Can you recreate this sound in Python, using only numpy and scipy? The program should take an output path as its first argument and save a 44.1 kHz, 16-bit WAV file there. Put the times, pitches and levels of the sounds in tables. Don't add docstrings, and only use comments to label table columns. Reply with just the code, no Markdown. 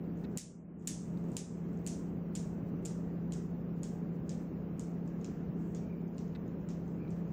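import sys
import numpy as np
from scipy import signal
from scipy.fft import rfft, irfft
from scipy.io import wavfile
from scipy.ndimage import uniform_filter1d, map_coordinates

SR = 44100
rng = np.random.default_rng(int(sys.argv[2]) if len(sys.argv) > 2 else 0)


def transcribe(u):
    v = np.clip(np.atleast_2d(u).T, -1, 1)
    q = np.round(v * 32767).astype(np.int16)
    wavfile.write(sys.argv[1], SR, q)


def ratio_of_db(decibels):
    return 10 ** (np.asarray(decibels, float) / 20)


N = 322812

# first contact in seconds, its peak in dB, strength the walls hear in dB,
# rebound in dB, hardness in dB.
SWINGS = [(.3739, -23, -20.5, 1, 3), (0.8735, -20, -23.5, -14.5, 2), (1.3675, -24.5, -27, -11, .5),
          (1.8649, -30, -31.5, 3, 0.5), (2.3524, -32, -34.5, -14, 0), (2.8514, -35.5, -37, -3, 0),
          (3.3224, -37.5, -39, -13, -1.5), (3.8321, -37.5, -40, -5, -1), (4.2934, -37, -39, -14, -2.5),
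          (4.7952, -36.5, -42.5, -15.5, -0.5), (5.245, -40, -42.5, -3, -4),
          (5.7481, -44.5, -42.5, -7, -3.5), (6.1815, -42.5, -44.5, 1.5, -4.5),
          (6.6884, -46, -42.5, -11, -4), (7.1057, -52, -52.5, -12, -2.5)]
# time in seconds, peak in dB.
FOLLOWS = [(.8746, -25.4), (.8758, -22.3), (.8794, -23.2), (1.3683, -32.6), (1.3738, -35.3), (1.8729, -33),
           (1.8748, -28.8), (2.3556, -32.9), (2.3609, -35.9), (2.8561, -34.2), (2.8582, -35.4),
           (2.8627, -35.7), (3.3338, -41.4), (3.3373, -42.1), (3.833, -37.8), (3.8406, -43.9),
           (4.298, -47.2), (5.2534, -47.6), (5.2616, -48.9), (5.749, -44.5), (5.7549, -52.1),
           (6.1907, -51.6), (6.6953, -49.7), (7.1128, -57.5)]
# time in seconds, peak in dB.
SMALL_TICKS = [(.3137, -61.5), (.7962, -52.9), (.8243, -55.8), (1.2861, -56.7), (1.3177, -49.7), (1.6885, -63.3),
               (1.7315, -59.6), (1.8461, -62.6), (2.8254, -67.4), (3.7652, -68.7), (4.129, -68.4),
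               (5.0763, -53.9), (6.016, -65)]
# frequency in Hz, width in Hz, level in dB.
BODY = [(1500, 830, -20.5), (2280, 690, -16), (3320, 2000, -13), (5070, 300, -10.5), (5550, 420, -8),
        (8680, 1100, -9), (11900, 2200, -13.5), (12900, 1300, -9), (14800, 1100, -13.5)]
# frequency in Hz, time to fall 60 dB in seconds.
TILE_DECAY = [(2000, .33), (4000, 0.4), (6000, 0.42), (8000, 0.43), (10500, .3), (14000, 0.091)]
# frequency in Hz, level in dB.
TILE_COLOUR = [(800, -33.5), (1800, -8), (3000, -7), (4500, -6.5), (5800, 1), (7000, 2.5), (8200, -1),
               (9500, -4), (11000, -12), (13000, -10), (16000, -13)]
# first step in seconds, then a list of step number and peak in dB.
LENS_SPELLS = [
    (.0404, [(0, -63.8), (2, -60.3), (17, -54.9), (18, -57.5), (26, -58.4)]),
    (3.8128, [(0, -64.3), (7, -65.2), (21, -54.2), (27, -63), (34, -62), (35, -62.2), (37, -56.2), (40, -57.9), (42, -66), (46, -57.8), (49, -61.2), (52, -63.8)]),
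]
LENS_TURNS = [.04, 1.174, 7.08]
# start in seconds, length in seconds, level in dB, frequency in Hz.
THREAD_RUBS = [
    (.236, 0.0082, -72, 5900),
    (5.56, 0.21, -79.5, 7150),
    (6.8, 0.19, -85.5, 7500),
]
# start in seconds, length in seconds, level in dB, frequency in Hz.
BEARING_SQUEAKS = [
    (5.10, .07, -73.5, 1630),
    (5.76, .33, -73.5, 2330),
    (6.95, .2, -73, 2370),
]
# start in seconds, level in dB, pulses per second, number of pulses.
CREAKS = [
    (0.2422, -62, 370, 5),
    (6.351, -60, 290, 4),
]
# frequency in Hz, width in Hz, level in dB.
HOUSING = [(1500, 230, 1), (2000, 280, 1.5), (2560, 160, -1), (3880, 430, -1)]
# frequency in Hz, rms level in dB.
MOTOR_TONES = [(59.4, -63.5), (77.6, -61), (119.9, -61.5), (170.5, -43), (201.9, -48.5), (239.8, -54),
               (265, -68.5), (388, -63), (432.1, -63.5), (465.4, -68.5)]
# frequency in Hz, level in dB per Hz.
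AIR_RUMBLE = [(15, -54), (30, -19.5), (60, -18.5), (105, -13.5), (155, -4.5), (230, -9), (320, -11),
              (500, -19.5), (900, -31.5), (1500, -38.5), (2750, -47.5), (3500, -56.5), (7000, -58.5),
              (9000, -70)]
# frequency in Hz, level in dB per Hz.
HISS = [(2000, -32), (8000, -8), (11500, -17), (13500, 0.5), (14500, 8.5), (15600, 5), (15800, -10.5),
        (16600, -32.5)]
# time in seconds, depth in dB.
DUCKS = [
    (.3755, 12),
    (.874, 4.5),
    (1.37, 5),
    (1.87, 1.3),
]
# frequency in Hz, step in dB.
DETAIL_STEP = [(1500, -116), (3000, -103), (4500, -100), (8000, -99), (12000, -99), (15500, -100)]
FULL_DETAIL = [.222, 2.68, 3.785, 4.15, 4.42, 7.19]

RING_HZ, SOFT_DB, SAG_HZ_PER_DB = 7070, -38.5, 72.5
REBOUND_DB, SMALL_WALL_DB = -15, -3
SHARED = .45
LENS_RATE, LENS_HZ, LENS_LOW_HZ = 15, 6500, 3850
DUCK_FAST_S, DUCK_SLOW_S, DUCK_SLOW_SHARE = .0025, .05, .22
HOLD_S_PER_DB, RECOVER_DB_PER_S = .02, 26


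def unit(x):
    return x / np.sqrt(np.mean(x ** 2) + 1e-20)


def along(points, hz):
    f, v = np.transpose(points)
    return np.interp(np.log(hz + 1), np.log(f + 1), v)


def wobble(rate):
    knots = rng.standard_normal(int(N * rate / SR) + 4)
    return map_coordinates(knots, [np.arange(N) * rate / SR])


def rush(spectrum, patchy_db):
    hz, _, z = signal.stft(rng.standard_normal(N), SR, nperseg=4096)
    patches = unit(uniform_filter1d(rng.standard_normal(z.shape), size=30, axis=0))
    gain_db = patchy_db * patches + along(spectrum, hz)[:, None]
    return unit(signal.istft(z * ratio_of_db(gain_db), nperseg=4096)[1][:N])


def resonance(f, hz, width):
    return 1j * f * width / (hz * hz - f * f + 1j * f * width)


def modes(f, table, scatter_db=0):
    hz, width, db = np.transpose(table)
    sign = (-1.) ** np.arange(len(hz))
    return np.sum(sign * ratio_of_db(db + scatter_db) * resonance(f[:, None], hz, width), axis=-1)


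def place(rows, sounds, delay=0):
    out = np.zeros(N + 2 * SR)
    for row, sound in zip(rows, sounds):
        out[round((row[0] + delay) * SR):][:len(sound)] += sound
    return out[:N]


def balls():
    blows, small = contacts()
    rows = blows + small
    s, db = np.transpose(rows)[:2, :, None]
    swing_s, _, wall_db, _, hardness_db = np.transpose(SWINGS)
    swing = np.abs(s - swing_s).argmin(axis=1)
    own = swing[:len(blows)]
    summed_db = 10 * np.log10(np.bincount(own, ratio_of_db(2 * db[:len(blows), 0])))
    share_db = np.r_[(wall_db - summed_db)[own], np.full(len(small), SMALL_WALL_DB)]
    push = pushes(np.interp(s, swing_s, hardness_db))
    sent = ratio_of_db(db + share_db[:, None] + 5.0) * irfft(push, axis=1)
    direct = place(rows, clicks(rows, push))
    return direct + ratio_of_db(10.5) * place(rows, room(sent, swing), delay=0.0045)


def contacts():
    firsts = [(s, db, RING_HZ, rebound_db) for s, db, _, rebound_db in np.array(SWINGS)[:, :4]]
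    follows = [(s, db, RING_HZ - SAG_HZ_PER_DB * max(SOFT_DB - db, 0), REBOUND_DB) for s, db in FOLLOWS]
    small_ticks = [(s, db, RING_HZ, REBOUND_DB) for s, db in SMALL_TICKS]
    return sorted(firsts + follows), sorted(small_ticks + lens_ticks())


def lens_ticks():
    ticks = []
    for start, spell in LENS_SPELLS:
        for step, db in spell:
            s = start + step / LENS_RATE
            turning = np.isclose(s, LENS_TURNS, atol=.01).any()
            ticks.append((s, db, LENS_LOW_HZ if turning else LENS_HZ, REBOUND_DB))
    return ticks


def pushes(hardness_db):
    x = np.fft.rfftfreq(1024, 1 / SR) / (11500 * ratio_of_db(hardness_db))
    return 1 / (1 + 1.3j * x - x ** 2) ** 3


def clicks(rows, push):
    _, db, ring_hz, rebound_db = np.transpose(rows)[:, :, None]
    t, f = np.arange(1024) / SR, np.fft.rfftfreq(1024, 1 / SR)
    body = modes(f, BODY, rng.normal(0, 2.5, (len(rows), 1, len(BODY))))
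    ring = resonance(f, ring_hz, 1800) ** 3
    rebound = ratio_of_db(rebound_db) * np.exp(-2j * np.pi * f * 3 / ring_hz)
    scatter = rng.standard_normal((len(rows), len(t)))
    near = ratio_of_db(-20 - 60 * t / 0.02) * (t > .0006) * scatter
    sound = irfft((ring + body) * push * (1 + rebound + rfft(near, axis=1)), axis=1)
    return ratio_of_db(db) * sound / np.abs(sound).max(axis=1, keepdims=True)


def room(sounds, leader):
    hz, t, z = signal.stft(rng.standard_normal((len(sounds), SR // 2)), SR, nperseg=256)
    fade_db = along(TILE_COLOUR, hz)[:, None] - 60 * t / along(TILE_DECAY, hz)[:, None]
    tail = signal.istft(z * ratio_of_db(fade_db), SR, nperseg=256)[1]
    age = np.arange(tail.shape[1]) / SR
    lumps = unit(uniform_filter1d(rng.standard_normal(tail.shape), size=40, axis=1))
    echoes = ratio_of_db(3.5 * lumps * np.exp(-age / .04))
    tail = tail * echoes * (1 - np.exp(-age / 0.0018))
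    tail = tail / np.linalg.norm(tail, axis=1, keepdims=True)
    mixed = np.sqrt(SHARED) * tail[leader] + np.sqrt(1 - SHARED) * tail[::-1]
    return signal.fftconvolve(sounds, mixed, axes=1)


def threads():
    return burst(THREAD_RUBS, width=2400, grain_rate=400, grain_db=4)


def bearings():
    return burst(BEARING_SQUEAKS, width=200, grain_rate=25, grain_db=2)


def burst(rows, width, grain_rate, grain_db):
    t, f = np.arange(SR // 2) / SR, np.fft.rfftfreq(SR // 2, 1 / SR)
    sounds = []
    for _, length, db, hz in rows:
        noise = unit(irfft(rfft(rng.standard_normal(len(t))) * resonance(f, hz, width) ** 2))
        grains = ratio_of_db(grain_db * wobble(grain_rate)[:len(t)])
        swell = np.sin(np.pi * np.clip(t / length, 0, 1)) ** .6
        sounds.append(ratio_of_db(db) * noise * grains * swell)
    return place(rows, sounds)


def creaks():
    ring = irfft(modes(np.fft.rfftfreq(1024, 1 / SR), HOUSING))
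    ring = ring / np.abs(ring).max()
    pulses = []
    for s, db, rate, count in CREAKS:
        for k in range(round(count)):
            pulses.append((s + k / rate, db + rng.normal(0, 1.4)))
    return place(pulses, [ratio_of_db(db + 10.5) * ring for _, db in pulses])


def appliance():
    t = np.arange(N) / SR
    tones = np.zeros(N)
    for hz, db in MOTOR_TONES:
        strength = ratio_of_db(db + 4 + 0.66 * wobble(2.3))
        cycles = hz * t + rng.random() + 0.019 * wobble(2)
        tones += strength * np.sin(2 * np.pi * cycles)
    air = ratio_of_db(-43.0 + 0.57 * wobble(2.8)) * rush(AIR_RUMBLE, patchy_db=0.94)
    return tones + air


def gain_control():
    s, depth_db = np.transpose(DUCKS)[:, :, None]
    age = np.clip(np.arange(N) / SR - s, 0, None)
    fast = (1 - DUCK_SLOW_SHARE) * np.exp(-age / DUCK_FAST_S)
    slow = DUCK_SLOW_SHARE * np.exp(-age / DUCK_SLOW_S)
    drop = 1 - fast - slow
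    climb_db = RECOVER_DB_PER_S * np.clip(age - HOLD_S_PER_DB * depth_db, 0, None)
    return ratio_of_db(np.minimum(climb_db - depth_db * drop, 0).min(axis=0))


def drop_quiet(x):
    hz, t, z = signal.stft(x, SR, "cosine", nperseg=2048)
    size = np.abs(z) / ratio_of_db(along(DETAIL_STEP, hz)[:, None])
    keep = np.floor(size + .33) / (size + 1e-9)
    everything = np.abs(t - np.c_[FULL_DETAIL]).min(axis=0) < .016
    return signal.istft(z * np.where(everything, 1, keep), SR, "cosine", nperseg=2048)[1][:, :N]


def scene():
    return (balls() + threads() + bearings() + creaks() + appliance())[None]


def band_limit(x):
    return signal.sosfilt(signal.butter(12, 16660, fs=SR, output="sos"), x)


def record(dry):
    hiss = ratio_of_db(-80) * rush(HISS, patchy_db=.5)
    x = (dry + hiss) * gain_control()
    x = drop_quiet(x) + ratio_of_db(-100) * rng.standard_normal(N)
    return band_limit(x)


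dry = scene()
out = record(dry)
transcribe(out)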